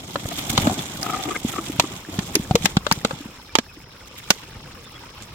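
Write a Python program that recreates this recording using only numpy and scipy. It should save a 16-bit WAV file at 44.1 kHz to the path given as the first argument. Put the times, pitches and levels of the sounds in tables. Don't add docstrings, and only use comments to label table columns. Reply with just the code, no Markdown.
import sys
import numpy as np
from scipy import signal
from scipy.fft import rfft, irfft, next_fast_len
from scipy.io import wavfile

SR = 44100
rng = np.random.default_rng(int(sys.argv[2]) if len(sys.argv) > 2 else 0)


def dump(signal):
    limited = np.clip(np.atleast_2d(signal).T, -1, 1)
    pcm = np.round(limited * 32767).astype(np.int16)
    wavfile.write(sys.argv[1], SR, pcm)


N = 235670

# t/s, level/dB, f/Hz
PRESSES = [(0.253, -13.5, 110), (0.4992, -13.5, 126), (0.585, -4.5, 162), (0.658, -10, 287),
           (0.6737, -1, 240), (1.4484, -4.5, 233), (1.5866, -12, 315), (1.698, -12, 288),
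           (1.7899, -9.5, 149), (1.8395, -15, 305), (2.0874, -20.5, 293), (2.187, -5, 188),
           (2.3655, -7, 315), (2.3964, -10.5, 190), (2.51, -0.5, 141), (2.5475, -1, 188), (2.6446, -8, 186),
           (2.656, -12, 203), (2.769, 2.5, 179), (2.917, -6.5, 181), (2.9743, -18, 144),
           (3.0484, -8.5, 222), (3.1319, -18.5, 147), (3.207, -24, 285), (3.2564, -22, 226),
           (3.5867, -8, 234), (3.771, -30.5, 308), (4.3032, -9.5, 200)]
# t/s, relative level/dB, tilt per band/dB, relative note level/dB, note f/Hz, left-right/dB
CONTACTS = [(0.157, -26, -8, -10, 563, 0.5), (0.577, -12.5, -0.5, -6, 783, 2.5),
            (0.67, -23.5, -6, -3, 602, 3.5), (0.697, -35, -4, -7.5, 745, 7),
            (0.791, -31, -1.5, -6.5, 3470, 2), (1.029, -31, 9.5, -18, 650, 4),
            (1.797, -9, 0.5, 3, 957, 0.5), (2.19, -23, -0.5, -16, 1780, 1),
            (2.353, -14, 6.5, -1.5, 400, 1.5), (2.51, -27, -2.5, 0.5, 748, 2.5),
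            (2.554, -12.5, 1, 5, 476, 2), (2.656, -9.5, 1.3, -15, 2065, 9),
            (2.768, -17, -2.5, -9.5, 770, 1), (2.866, -20, -4, -8.5, 600, 4.5),
            (2.913, -13.5, -3, -4, 895, 1), (2.923, -22, 7.5, -16, 3940, 7.5),
            (3.048, -15.5, -3, -11, 464, 0.5), (3.109, -30, -7.5, -10.5, 533, 3),
            (3.553, -9, -1, 2.5, 900, -2.5), (3.586, -15.5, -1, -6, 1650, -2),
            (4.304, -5, 2.5, 2.5, 1470, -1.5)]
# f/Hz, relative density/dB
CASE_SPECTRUM = [(200, 7), (350, 1), (520, -1.5), (700, -2), (1000, 1), (1500, 11.5), (2200, 4.5),
                 (3200, 3), (4400, 4.5), (5500, -3), (7400, -7.5), (9500, -18), (12000, -26.5),
                 (15500, -31)]
# t/s, relative level/dB, length/s, squeak f/Hz
FINGER_SLIPS = [(0.258, -25, 0.0043, 580), (0.319, -25, 0.01, 720), (1.0665, -18.5, 0.0027, 1230),
                (1.104, -23, 0.014, 1284), (1.141, -20, 0.016, 1223), (1.166, -25.5, 0.017, 750),
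                (1.289, -21, 0.011, 280), (1.319, -23, 0.017, 1213), (1.354, -24.5, 0.0086, 1560),
                (1.363, -18.5, 0.0059, 2114), (1.539, -26.5, 0.0064, 1280), (1.563, -26, 0.0092, 1180),
                (1.586, -19, 0.0077, 1220), (1.846, -28, 0.0091, 1116)]
# f/Hz, nominal width/Hz, gain/dB
RASP_MODES = [(314, 140, 2.5), (724, 48, 4), (1236, 43, 7.5), (1880, 690, -7)]
# f/Hz, relative density/dB
RUMBLE_SPECTRUM = [(30, -32), (60, -3.5), (120, 2), (300, 1), (480, -11.5), (800, -5.5), (1500, -19.5),
                   (3000, -37)]
HISS_SPECTRUM = [(590, -20), (1000, -25), (1160, -7.5), (1750, -13.5), (2080, -6), (2740, -8.5), (3420, -2),
                 (4410, -12.5), (5760, -9.5), (6330, -9), (7270, -6.5), (9830, -17.5), (14600, -16.5),
                 (16000, -28)]
# t/s, level/dB, length/s
BRUSH_STROKES = [(.289, -27.5, 0.0031), (.385, -31, 0.025), (.5, -27, 0.012), (.615, -31, 0.057),
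                 (1.493, -36, 0.011), (2.345, -36, 0.0095), (2.635, -34.5, 0.032), (2.652, -22, 0.0054),
                 (4.077, -39.5, 0.011), (4.185, -36, 0.021), (4.24, -39, 0.0061), (4.33, -43, 0.12),
                 (5.232, -41.5, 0.024)]
# t/s, depth/dB, length/s
HESITATIONS = [(0.92, 3.5, 0.14), (1.41, 9.5, 0.041), (2.04, 14, 0.087), (2.29, 0.5, 0.13),
               (2.82, 15, 0.11), (3.02, 4, 0.049)]
# f/Hz, relative density/dB
SPLASH_SPECTRUM = [(250, 0), (500, 3), (780, -16), (1150, 1.5), (1700, -7.5), (2500, -1.5), (3400, -3),
                   (4500, -6.5), (7000, -11.5), (10500, -17), (12000, -18), (15500, -16.5)]
# t/s, depth/dB, length/s
STREAM_LULLS = [(0.05, 11, 0.32), (3.75, 4.2, 0.73)]
# f/Hz, relative density/dB
WIND_SPECTRUM = [(25, 0.5), (60, 0.5), (120, -1), (240, -9), (450, -18), (900, -15.5), (2000, -100)]
# t/s, level/dB, length/s
WIND_GUSTS = [(0.6, -28.5, 0.11), (2.58, -35.5, 0.33), (4.65, -44.5, 0.2), (5.28, -47, 0.13)]
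# t/s, level/dB, length/s, starting f/Hz
WHISTLES = [(3.485, -43, 0.035, 2380), (3.676, -44, 0.045, 2590), (4.257, -48, 0.047, 2430),
            (4.827, -45, 0.059, 3630), (4.944, -40, 0.036, 3350)]
# f/Hz, correlation
PORT_CORRELATION = [(100, .99), (300, 0.93), (600, 0.83), (1100, -0.12), (2500, -0.15), (5000, -0.32),
                    (12000, 0.048)]
# f/Hz, left-right/dB
PORT_BALANCE = [(150, .5), (600, 0.5), (1200, 1.5), (2300, -0.5), (4000, -4.5), (7500, -5), (12000, 0.5)]

RUB_PEAK_S, RUB_PEAK_DB, LET_GO_S = 0.49, -31, 3.15
BEAR_DOWN = (0.66, -30, 0.12)


def knocks(t60=0.023, rise_s=0.0025, crack_db=10.0, tail_db=-34):
    out, t = np.zeros((2, N)), np.arange(SR // 8) / SR
    crack = from_db(crack_db) * struck(t, rise_s, t60=0.0047)
    tail = from_db(tail_db) * struck(t, rise_s, t60=0.15)
    for s, level, tilt, note_db, note_hz, pan_db in CONTACTS:
        ring = coloured(rng.standard_normal((2, len(t))), CASE_SPECTRUM)
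        note_t60 = 0.035 * (1000 / note_hz) ** 0.38
        note_envelope = struck(t, rise_s=0.00022, t60=note_t60) * from_db(note_db - 9.5)
        sound = np.sin(2 * np.pi * note_hz * t) * note_envelope
        for edges_hz, db, band_t60 in [([420, 1500], 13.5 - tilt, t60),
                                       ([1500, 5000], 16.0, t60),
                                       ([5500, 8800], 13.5 + tilt, 0.76 * t60),
                                       ([10000, 15500], 2.5 + 2 * tilt, 0.76 * t60)]:
            decay = struck(t, rise_s, band_t60)
            modes = rms_one(band(ring, edges_hz, "band") * (crack + decay + tail))
            sound = sound + modes * from_db(level + db) * np.sqrt(np.mean(decay ** 2))
        add(out, s, sound * panned(pan_db))
    return out


def thumps(effort_db, rise_s=0.0009, t60_at_0_db=0.028, halving_db=31):
    out, t = np.zeros(N), np.arange(SR // 6) / SR
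    for s, db, hz in PRESSES + light_presses(effort_db, count=12):
        t60 = t60_at_0_db * .5 ** (db / halving_db)
        add(out, s, -np.sin(2 * np.pi * hz * t) * struck(t, rise_s, t60) * from_db(db))
    return out


def light_presses(effort_db, count, above_rub_db=12.5, centre_hz=218):
    when = (np.arange(count) + rng.random(count)) / count * LET_GO_S
    hz = centre_hz * 2 ** (rng.random(count) - .5)
    return list(zip(when, effort_db[(when * SR).astype(int)] + above_rub_db, hz))


def slips(rasp_db=-5.0, squeak_db=-4.5, squeak_width_hz=110, pan_db=5.0):
    rows = FINGER_SLIPS + drag(count=5)
    catches = grains(per_s=1700, spread_db=-0.5)
    mid, side = sum(from_db(db) * resonate(catches, hz, 2 * width) for hz, width, db in RASP_MODES)
    rasp = rms_one(mid + .5 * side * np.array([[1], [-1]]))
    out = rasp * swells([row[:3] for row in rows]) * from_db(rasp_db)
    for s, db, length, hz in rows:
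        bell = np.hanning(int(np.pi * length * SR))
        squeak = resonate(rng.standard_normal(SR // 4), hz, squeak_width_hz)[-len(bell):]
        add(out, s - len(bell) / SR / 2, rms_one(squeak * bell) * bell.mean() * from_db(db + squeak_db))
    return out * panned(pan_db)


def drag(count, start_s=1.045, end_s=1.25, db=-28.5, length_s=0.025, hz=746, jitter_s=0.00476):
    times = np.linspace(start_s, end_s, count)
    chance = rng.uniform(-1.03, 1, (count, 2))
    return [(s + jitter_s * late, db, length_s, hz * (1 + 0.07 * sharp))
            for s, (late, sharp) in zip(times, chance)]


def rubbing(effort_db, rumble_db=-1.5, rumble_follows=0.79, snag_db=-7.0):
    rumble_gain = from_db(RUB_PEAK_DB + rumble_follows * (effort_db - RUB_PEAK_DB) + rumble_db)
    rumble = coloured(rng.standard_normal((2, N)) * lumps(rate_hz=27, depth_db=3.5), RUMBLE_SPECTRUM)
    grit = rms_one(grains(per_s=12000, spread_db=0.0) * lumps(rate_hz=71, depth_db=3.0))
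    snags = from_db(snag_db) * grains(per_s=98, spread_db=2.0)
    hiss = patchy(coloured(grit + snags, HISS_SPECTRUM), rate_hz=40, depth_db=4.0)
    hiss_gain = from_db(effort_db) + swells(BRUSH_STROKES)
    return rumble * (rumble_gain + swells([BEAR_DOWN])) + hiss * hiss_gain


def rub_effort(rise_db_per_s=22, ease_db_per_s=4.5, release_db_per_s=54):
    t = np.arange(N) / SR
    arc = np.minimum(rise_db_per_s * (t - RUB_PEAK_S), ease_db_per_s * (RUB_PEAK_S - t))
    release = release_db_per_s * np.maximum(t - LET_GO_S, 0)
    return RUB_PEAK_DB + arc - release - lulls(HESITATIONS)


def pour(flow_db=-48, spray_db=3.5, trickle_db=-1.5, drip_db=-8.5):
    impacts = grains(per_s=6700, spread_db=-2.0)
    spray = patchy(coloured(impacts, SPLASH_SPECTRUM, close=False), rate_hz=37, depth_db=4.5)
    trickle = bubbles(count=2000, spread_db=3.2, low_hz=833, high_hz=4200)
    drips = bubbles(count=120, spread_db=4.5, low_hz=1397, high_hz=4400)
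    flow = from_db(flow_db - lulls(STREAM_LULLS)) * lumps(rate_hz=13, depth_db=1.0)
    return flow * (from_db(spray_db) * spray + from_db(trickle_db) * trickle + from_db(drip_db) * drips)


def bubbles(count, spread_db, low_hz, high_hz, t60_cycles=38):
    out, t = np.zeros((2, N)), np.arange(SR // 30) / SR
    for when, pitch, loud, place in np.c_[rng.random((count, 2)), rng.standard_normal((count, 2))]:
        hz = low_hz * (high_hz / low_hz) ** pitch
        age = t * hz / t60_cycles
        phase = 2 * np.pi * hz * t * (1 + .02 * np.minimum(age, 2))
        tone = np.sin(phase) * np.exp(-np.log(1000) * age)
        add(out, when * N / SR, tone * from_db(spread_db * np.clip(loud, -2, 2)) * panned(2 * place))
    return rms_one(out)


def breeze(calm_db=-48, flutter_db=2.0):
    eddies = rng.standard_normal((2, N)) * from_db(flutter_db * drift(rate_hz=17.0))
    return (from_db(calm_db) + swells(WIND_GUSTS)) * coloured(eddies, WIND_SPECTRUM)


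def insects(level_db=-55):
    chorus = resonate(rng.standard_normal((2, N)), hz=5280, width_hz=650)
    return from_db(level_db) * rms_one(chorus) * lumps(rate_hz=1.9, depth_db=0.5)


def birds(sag_hz_per_s=2000, waver=0.011):
    out = np.zeros(N)
    for s, db, length, start_hz in WHISTLES:
        size = int(length * SR)
        glide_hz = start_hz - sag_hz_per_s * np.arange(size) / SR
        hz = glide_hz * (1 + waver * drift(rate_hz=120)[:size])
        add(out, s, from_db(db) * np.hanning(size) * np.sin(2 * np.pi * np.cumsum(hz) / SR))
    return out


def struck(t, rise_s, t60):
    return (1 - np.exp(-t / rise_s)) * np.exp(-np.log(1000) * t / t60)


def resonate(x, hz, width_hz):
    r = np.exp(-np.pi * width_hz / SR)
    b, a = np.array([1, 0, -1]) * (1 - r * r) / 2, [1, -2 * r * np.cos(2 * np.pi * hz / SR), r * r]
    return signal.lfilter(b, a, signal.lfilter(b, a, x))


def grains(per_s, spread_db):
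    born = rng.random(N) < per_s / SR
    size = from_db(spread_db * np.minimum(rng.exponential(1, N), 4))
    return rms_one(born * size * rng.standard_normal((2, N)))


def coloured(pair, spectrum, close=True):
    size = next_fast_len(pair.shape[1])
    hz = np.arange(size // 2 + 1) * SR / size
    mid, side = rfft(pair, size) * from_db(at_hz(spectrum, hz))
    alike = np.clip(at_hz(PORT_CORRELATION, hz), -1, 1)
    both = np.sqrt(1 + alike) * mid + np.sqrt(1 - alike) * side * [[1], [-1]]
    balance = panned(at_hz(PORT_BALANCE, hz) * close)
    return rms_one(irfft(both * balance, size)[:, :pair.shape[1]])


def patchy(x, rate_hz, depth_db, count=7):
    size = next_fast_len(N)
    hz, spectrum = np.arange(size // 2 + 1) * SR / size, rfft(x, size)
    centres = np.geomspace(600, 12000, count)
    bands = (irfft(spectrum * at_hz(np.c_[centres, share], hz), size)[:, :N] for share in np.eye(count))
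    return rms_one(sum(part * lumps(rate_hz, depth_db) for part in bands))


def lumps(rate_hz, depth_db):
    return from_db(depth_db * 1.5 * np.tanh(drift(rate_hz) / 1.5))


def drift(rate_hz):
    r = np.exp(-40 * np.pi * rate_hz / SR)
    slow = signal.lfilter([1], [1, -2 * r, r * r], rng.standard_normal(N // 20 + 2002))[2000:]
    return np.interp(np.arange(N) / 20, np.arange(len(slow)), rms_one(slow))


def swells(rows):
    power = np.zeros(N)
    for s, db, length in rows:
        t = np.arange(-1.5 * length, 1.5 * length, 1 / SR)
        add(power, s + t[0], from_db(db) ** 2 * np.exp(-(2 * t / length) ** 2))
    return np.sqrt(power)


def lulls(rows):
    t = np.arange(N) / SR
    return sum(db * np.exp(-(2 * (t - s) / length) ** 2) for s, db, length in rows)


def band(x, edges_hz, kind):
    return signal.sosfilt(signal.butter(2, edges_hz, kind, fs=SR, output="sos"), x)


def at_hz(points, hz):
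    points = np.array(points)
    return np.interp(np.log(np.maximum(hz, 1)), np.log(points[:, 0]), points[:, 1])


def panned(db):
    return from_db(np.array([db, -db]).reshape(2, -1) / 2)


def add(out, s, sound):
    i = max(round(s * SR), 0)
    out[..., i:i + sound.shape[-1]] += sound[..., :N - i]


def from_db(db):
    return 10 ** (np.asarray(db) / 20)


def rms_one(x):
    return x / np.sqrt(np.mean(x ** 2) + 1e-20)


def scene():
    effort_db = rub_effort()
    handling = thumps(effort_db) + knocks() + slips() + rubbing(effort_db)
    return handling + pour() + breeze() + insects() + birds()


def record(dry, low_cut_hz=36, high_cut_hz=16300):
    x = band(dry, low_cut_hz, "high")
    clipped = x / (1 + x ** 8) ** (1 / 8)
    return signal.sosfilt(signal.ellip(10, .1, 80, high_cut_hz, fs=SR, output="sos"), clipped)


dry = scene()
out = record(dry)
dump(out)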